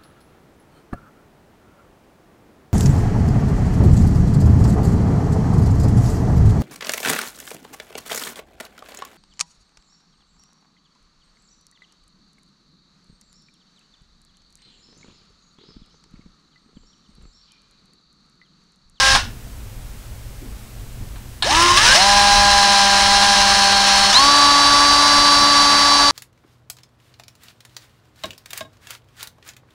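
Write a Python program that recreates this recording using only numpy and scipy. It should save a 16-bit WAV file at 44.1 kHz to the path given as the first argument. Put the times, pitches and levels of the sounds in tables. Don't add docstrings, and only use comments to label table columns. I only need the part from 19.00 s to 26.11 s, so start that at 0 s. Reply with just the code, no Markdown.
import sys
import numpy as np
from scipy import signal
from scipy.fft import rfft, irfft, next_fast_len
from scipy.io import wavfile
from scipy.ndimage import uniform_filter1d, map_coordinates

SR = 44100
rng = np.random.default_rng(int(sys.argv[2]) if len(sys.argv) > 2 else 0)


def unload_wav(signal):
    wavfile.write(
        sys.argv[1],
        SR,
        np.round(np.clip(np.atleast_2d(signal).T, -1, 1) * 32767).astype(np.int16),
    )


N = 313551

# (time [s], shaft speed gained or lost [Hz])
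WOOD_DRAG = [(3.48, 0), (3.7, -1.9), (3.95, -2.9), (4.25, -1.5), (4.55, -3.2), (5.1, -4), (5.35, 0),
             (5.62, -1.7), (6.05, 1.1), (6.95, -1)]
# (time [s], shaft speed aimed at [Hz], lag [s], gear rattle before surge and drift [dB],
# bit scrape before surge and drift [dB], housing drone before surge [dB], drift of the cut [dB/s])
TRIGGER_SQUEEZES = [(2.424, 88.84, 0.058, -20.5, -21, -26, 9), (2.76, 175, 0.23, -16.5, -14.5, -22, -12),
                    (2.945, 202.4, .041, -18.5, -20, -23.5, -0.63),
                    (5.128, 287.5, .037, -19, -22.5, -21, -1.5)]
SETTLE_S = 0.048
SURGE_DB, SURGE_S = 2.5, 0.061
GEAR_DRIFT = 0.12
DUCK_DB, DUCK_HZ_PER_S = -7, 2000


def boring():
    starts, speeds, lags, *work = np.transpose(TRIGGER_SQUEEZES)
    driven_hz = stepped(speeds, lags, rest=0)
    hz, angle = shaft(np.abs(driven_hz + curves(WOOD_DRAG)[0]))
    gear_db, bit_db, drone_db, drift = [stepped(column, SETTLE_S, rest=column[0]) for column in work]

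    held_s = since(stepped(starts, SETTLE_S, rest=starts[0]))
    drift_db = drift * held_s
    surge_db = SURGE_DB * sum((since(s) > 0) * np.exp(-since(s) / SURGE_S) for s in starts)
    grinding = grind(hz, angle, gear_db + GEAR_DRIFT * drift_db, bit_db + drift_db, drone_db)
    under_way = np.minimum(hz / speeds[0], 1)

    acceleration = uniform_filter1d(np.gradient(driven_hz) * SR, size=SR // 100)
    ducking = amp(DUCK_DB * acceleration / DUCK_HZ_PER_S)
    singing = ducking * motor(hz, angle, held_s) + squeals(angle)
    return singing, under_way * amp(surge_db) * grinding


def stepped(goals, lags, rest):
    value = rest
    for (start, *_), goal, lag in zip(TRIGGER_SQUEEZES, goals, np.broadcast_to(lags, len(goals))):
        value = goal + (value - goal) * np.exp(-since(start) / lag)
    return value


def shaft(speed_hz, hunt=0.0011):
    hz = speed_hz * (1 + hunt * wobble(28))
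    return hz, 2 * np.pi * np.cumsum(hz) / SR


# (shaft order [multiple of shaft speed], level [dB], drift after each squeeze [dB/s])
BORING_ORDERS = [(1, -18.5, -.3), (2, -26, 0), (3, -22.5, -1.8), (4, -15.5, -1.4), (5, -21.3, -3.2),
                 (6, -32, 0), (7, -27, 0), (8, -22, -1), (11, -26, -2), (12, -12, -1), (13, -26, -2),
                 (14, -22.5, -.8), (16, -20.5, .4), (20, -24.5, -.7), (21, -32.5, 0), (22, -32, 4),
                 (44, -26, -2)]
WHINE_FULL_HZ, WHINE_GROWTH = 212, .7
CATCH_HZ, CATCH_WIDTH_HZ = 122, 36
JUDDER_RAD = .06
FLICKER_DB, SINK_DB = 4.5, -3
BEARING_ORDER = 25.8


def motor(hz, angle, held_s, bearing_db=-18):
    catching = np.exp(-((hz - CATCH_HZ) / CATCH_WIDTH_HZ) ** 2)
    angle = angle + JUDDER_RAD * catching * wobble(150)
    tones = 0
    for order, db, drift in BORING_ORDERS:
        catch_db = catching * (SINK_DB + FLICKER_DB * wobble(45))
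        tones = tones + amp(db + drift * held_s + catch_db) * whine(order, hz, angle)
    bearing_level = amp(bearing_db + along(SHELL_RADIATION, BEARING_ORDER * hz))
    bearing = bearing_level * tone(BEARING_ORDER, angle, slop=0.091)
    return np.minimum(hz / WHINE_FULL_HZ, 1) ** WHINE_GROWTH * (tones + bearing)


# (frequency [Hz], level [dB])
SHELL_RADIATION = [(100, -11), (200, -13.5), (245, -22), (290, -9.5), (350, -5), (430, -24), (590, -6),
                   (660, -7), (705, -14), (815, 0), (870, -2), (1050, 2), (1150, 0), (1420, -8), (1620, -1),
                   (1800, -4), (2020, -11), (2300, -25), (3200, -11), (3450, -21), (3800, -4), (4200, 5),
                   (4400, 1), (4610, 1), (4800, -16), (7000, -45)]


def whine(order, hz, angle):
    order = np.round(order)
    return amp(along(SHELL_RADIATION, order * hz)) * tone(order, angle)


def tone(order, angle, flutter_db=1, slop=.024):
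    shake = slop * np.sqrt(order) * (wobble(45) + wobble(170))
    lead = np.pi / 2 * order ** 2
    return np.sqrt(2) * amp(flutter_db * wobble(40)) * np.sin(order * angle + lead + shake)


# (time [s], half length [s], shaft order [multiple of shaft speed], peak level [dB])
SQUEAL_EVENTS = [(2.485, .03, 12, -26), (2.62, .08, 16, -27), (2.82, .025, 16, -23), (2.89, .028, 12, -20),
                 (2.918, .012, 32, -20), (2.985, .035, 4, -22), (3.02, .025, 22, -22),
                 (5.162, .022, 16, -10.5)]


def squeals(angle):
    t = np.arange(N) / SR
    total = 0
    for start, half, order, db in SQUEAL_EVENTS:
        swell = np.exp(-((t - start) / half) ** 2)
        total = total + amp(db) * swell * tone(order, angle)
    return total


# (frequency [Hz], density [dB per Hz])
GEAR_SPECTRUM = [(1500, -37), (3000, -14.5), (3800, -1), (4500, -4), (5600, -0.5), (6150, -7.5),
                 (6600, -7.5), (8000, -14.5), (9500, -14), (9900, -18.5), (11200, -25.5), (12300, -43),
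                 (14700, -37), (16000, -40)]
BIT_SPECTRUM = [(900, -24), (1900, -0.5), (2300, -4), (2900, 1.5), (3400, -3), (4500, -8), (8000, -14),
                (12500, -33), (14700, -33), (16000, -27)]
DRONE_SPECTRUM = [(30, -14.5), (100, -18), (160, -16), (300, -16), (490, -15.5), (600, -7), (800, -3.5),
                  (1050, 1), (1400, -5), (1800, -11.5), (2300, -10), (4000, -40)]


def grind(hz, angle, gear_db, bit_db, drone_db, teeth=22, chips=18, throb=0.027, chatter_hz=150, slowest_hz=35):
    hz = np.maximum(hz, slowest_hz)
    beat = 1 + throb * (np.cos(angle) + np.cos(2 * angle)) / 2
    tooth_hits = impacts(teeth * hz, scatter_db=-1.5) + .5 * rng.standard_normal(N)
    fibre_tears = impacts(chips * hz, scatter_db=2.5) + .5 * rng.standard_normal(N)
    gears = housed(beat * tooth_hits, GEAR_SPECTRUM)
    bit = housed(beat * fibre_tears, BIT_SPECTRUM)
    drone = housed(impacts(30 * hz, scatter_db=3.5), DRONE_SPECTRUM)
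    chatter = amp(np.minimum(chatter_hz / hz, 2) * wobble(70))
    return chatter * (amp(gear_db) * gears + amp(bit_db) * bit + amp(drone_db) * drone)


def impacts(rate, scatter_db):
    struck = rng.random(N) < rate / SR
    size = rng.choice([-1, 1], N) * amp(scatter_db * np.clip(rng.standard_normal(N), -2, 2))
    return unit(struck * size / np.sqrt(rate))


# (frequency [Hz], width [Hz], level added to the spectrum [dB])
HOUSING_MODES = [(211.3, 12.7, 16), (350, 14, 11.5), (1686, 110, 9), (4890, 75, 5), (5280, 190, 4),
                 (6090, 180, 8.5), (6000, 180, -3.5), (9250, 260, 6)]


def housed(x, spectrum):
    size = 4096
    hz = np.fft.rfftfreq(size, 1 / SR)
    modes_db = sum(gain / (1 + (2 * (hz - centre) / width) ** 2) for centre, width, gain in HOUSING_MODES)
    cepstrum = irfft(np.log(amp(along(spectrum, hz) + modes_db)))
    cepstrum[1:size // 2] *= 2
    cepstrum[size // 2 + 1:] = 0
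    response = irfft(np.exp(rfft(cepstrum)))
    return unit(signal.fftconvolve(x, response)[:N])


# (shaft order [multiple of shaft speed], level [dB])
BACKING_ORDERS = [(2, -23), (3, -29), (4, -25.5), (5, -28), (6, -18), (14, -26), (16, -32.5)]
BACK_HZ = 267.5
BRAKE_S, BRAKE_LAG_S = .152, 0.037
BACK_GEAR_DB, BACK_BIT_DB, BACK_DRONE_DB = -19, -19, -25.5


def backing_out(whine_fall=4, rattle_fall=1.06):
    spin = np.exp(-since(BRAKE_S) / BRAKE_LAG_S)
    hz, angle = shaft(BACK_HZ * spin)
    tones = sum(amp(db) * whine(order, hz, angle) for order, db in BACKING_ORDERS)
    grinding = grind(hz, angle, BACK_GEAR_DB, BACK_BIT_DB, BACK_DRONE_DB)
    return spin ** whine_fall * tones + spin ** rattle_fall * grinding


# (time [s], clack level [dB], thud level [dB])
BACKLASH_KNOCKS = [(.149, -8, -7), (.156, -28, -10.5), (.174, -29, -23), (2.157, -40, -37),
                   (2.423, -8, -14.5), (2.442, -17, -22), (2.507, -12, -19), (2.546, -8.5, -17),
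                   (2.772, -5.5, -18), (2.916, -10, -24), (2.958, -22, -17)]
# (frequency [Hz], density [dB per Hz])
CLACK_SPECTRUM = [(300, -28), (700, -13), (1700, -10), (2400, 5.5), (3900, 13), (6000, -11), (9000, -6),
                  (12000, -25), (16000, -38)]
# (frequency [Hz], level relative to the clack [dB], t60 [s])
CASE_RINGS = [(1723, -12.5, 0.18), (4240, -6.5, 0.057)]
# (frequency [Hz], level [dB], t60 [s])
CHUCK_RINGS = [(2720, -22, 0.19), (2740, -25, .18), (1440, -30, 0.36)]
CHUCK_S = .168


def knocks():
    clack_level = sum(amp(db) * decay(s, t60=0.047) for s, db, _ in BACKLASH_KNOCKS)
    clack = clack_level * housed(rng.standard_normal(N), CLACK_SPECTRUM)
    thud_level = sum(amp(db) * decay(s, t60=0.051) for s, _, db in BACKLASH_KNOCKS)
    thud = thud_level * housed(rng.standard_normal(N), DRONE_SPECTRUM)
    case = 0
    for hz, ring_db, t60 in CASE_RINGS:
        case = case + ring(hz) * sum(amp(db + ring_db) * decay(s, t60) for s, db, _ in BACKLASH_KNOCKS)
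    chuck = sum(amp(db) * decay(CHUCK_S, t60) * ring(hz) for hz, db, t60 in CHUCK_RINGS)
    return clack + thud + case + chuck


def ring(hz):
    return np.sin(2 * np.pi * hz * np.arange(N) / SR + wobble(150))


def decay(start, t60, attack=.0022):
    t = since(start)
    return (1 - np.exp(-t / attack)) * amp(-60 * t / t60)


TOUCH_S = 1.416


def placing(bump_db=-36, board_hz=280):
    board = unit(filtered(rng.standard_normal(N), lambda hz: 1 / (1 + ((hz - board_hz) / 60) ** 2)))
    return amp(bump_db) * decay(TOUCH_S, t60=0.34, attack=0.0035) * board


# (frequency [Hz], t60 [s])
ROOM_T60 = [(150, 0.37), (1000, 0.22), (3000, 0.28), (6000, 0.16), (12000, 0.1)]


def room(x):
    hz, t, z = signal.stft(rng.standard_normal(SR // 2), SR, nperseg=256)
    fading = amp(-60 * t / along(ROOM_T60, hz)[:, None])
    tail = signal.istft(z * fading, SR, nperseg=256)[1]
    return signal.fftconvolve(x, np.pad(tail / np.linalg.norm(tail), (SR // 200, 0)))[:N]


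# (frequency [Hz], density [dB per Hz])
RUMBLE_SPECTRUM = [(15, -6.5), (30, 0), (55, 0.5), (70, -10.5), (100, -4.5), (160, -21), (230, -15.5),
                   (350, -29.5), (700, -35), (1500, -60)]
HISS_SPECTRUM = [(100, 10), (500, 7.5), (1000, 4.5), (2000, 2), (4000, -0.5), (8500, -2), (15500, -5)]
# (time [s], level [dB])
RUMBLE_COURSE = [(0.0, -29), (0.1, -27), (0.71, -35.5), (2.28, -32.5), (2.87, -24.5), (2.99, -30),
                 (7.11, -40.5)]
# (frequency [Hz], rms level [dB])
HUM_TONES = [(59.8, -47), (119.6, -45.5), (7882, -67)]


def background(hiss_db=-45.0, rumble_db=-1):
    lumps_db = 3.2 * wobble(14) + 1.1 * wobble(4.07)
    rumble_level = amp(curves(RUMBLE_COURSE)[0] + rumble_db + lumps_db)
    rumble = rumble_level * shaped_noise(RUMBLE_SPECTRUM)
    hum = 0
    for hz, db in HUM_TONES:
        phase = 2 * np.pi * hz * np.arange(N) / SR + 0.59 * wobble(4.37)
        hum = hum + amp(db) * np.sqrt(2) * np.sin(phase)
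    return rumble + hum + amp(hiss_db) * shaped_noise(HISS_SPECTRUM)


def shaped_noise(spectrum):
    return unit(filtered(rng.standard_normal(N), lambda hz: amp(along(spectrum, hz))))


def amp(db):
    return 10 ** (np.asarray(db) / 20)


def unit(x):
    return x / np.sqrt(np.mean(x ** 2) + 1e-20)


def along(points, hz):
    f, v = np.transpose(points)
    return np.interp(np.log(hz + 1), np.log(f + 1), v)


def curves(rows):
    s, *cols = np.transpose(rows)
    return [np.interp(np.arange(N) / SR, s, c) for c in cols]


def since(start):
    return np.maximum(np.arange(N) / SR - start, 0)


def wobble(rate):
    knots = rng.standard_normal(int(N * rate / SR) + 4)
    return map_coordinates(knots, [np.arange(N) * rate / SR])


def filtered(x, response):
    m = next_fast_len(N + SR // 2)
    return irfft(rfft(x, m) * response(np.fft.rfftfreq(m, 1 / SR)), m)[:N]


def scene(room_db=-11):
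    singing, grinding = boring()
    rattle = grinding + backing_out() + knocks() + placing()
    return (singing + rattle + amp(room_db) * room(rattle) + background())[None]


def record(dry, top_hz=15750):
    rounded = dry[0] / (1 + np.abs(dry[0]) ** 8) ** (1 / 8)
    return filtered(rounded, lambda hz: hz < top_hz)[None]


dry = scene()
out = record(dry)
unload_wav(out)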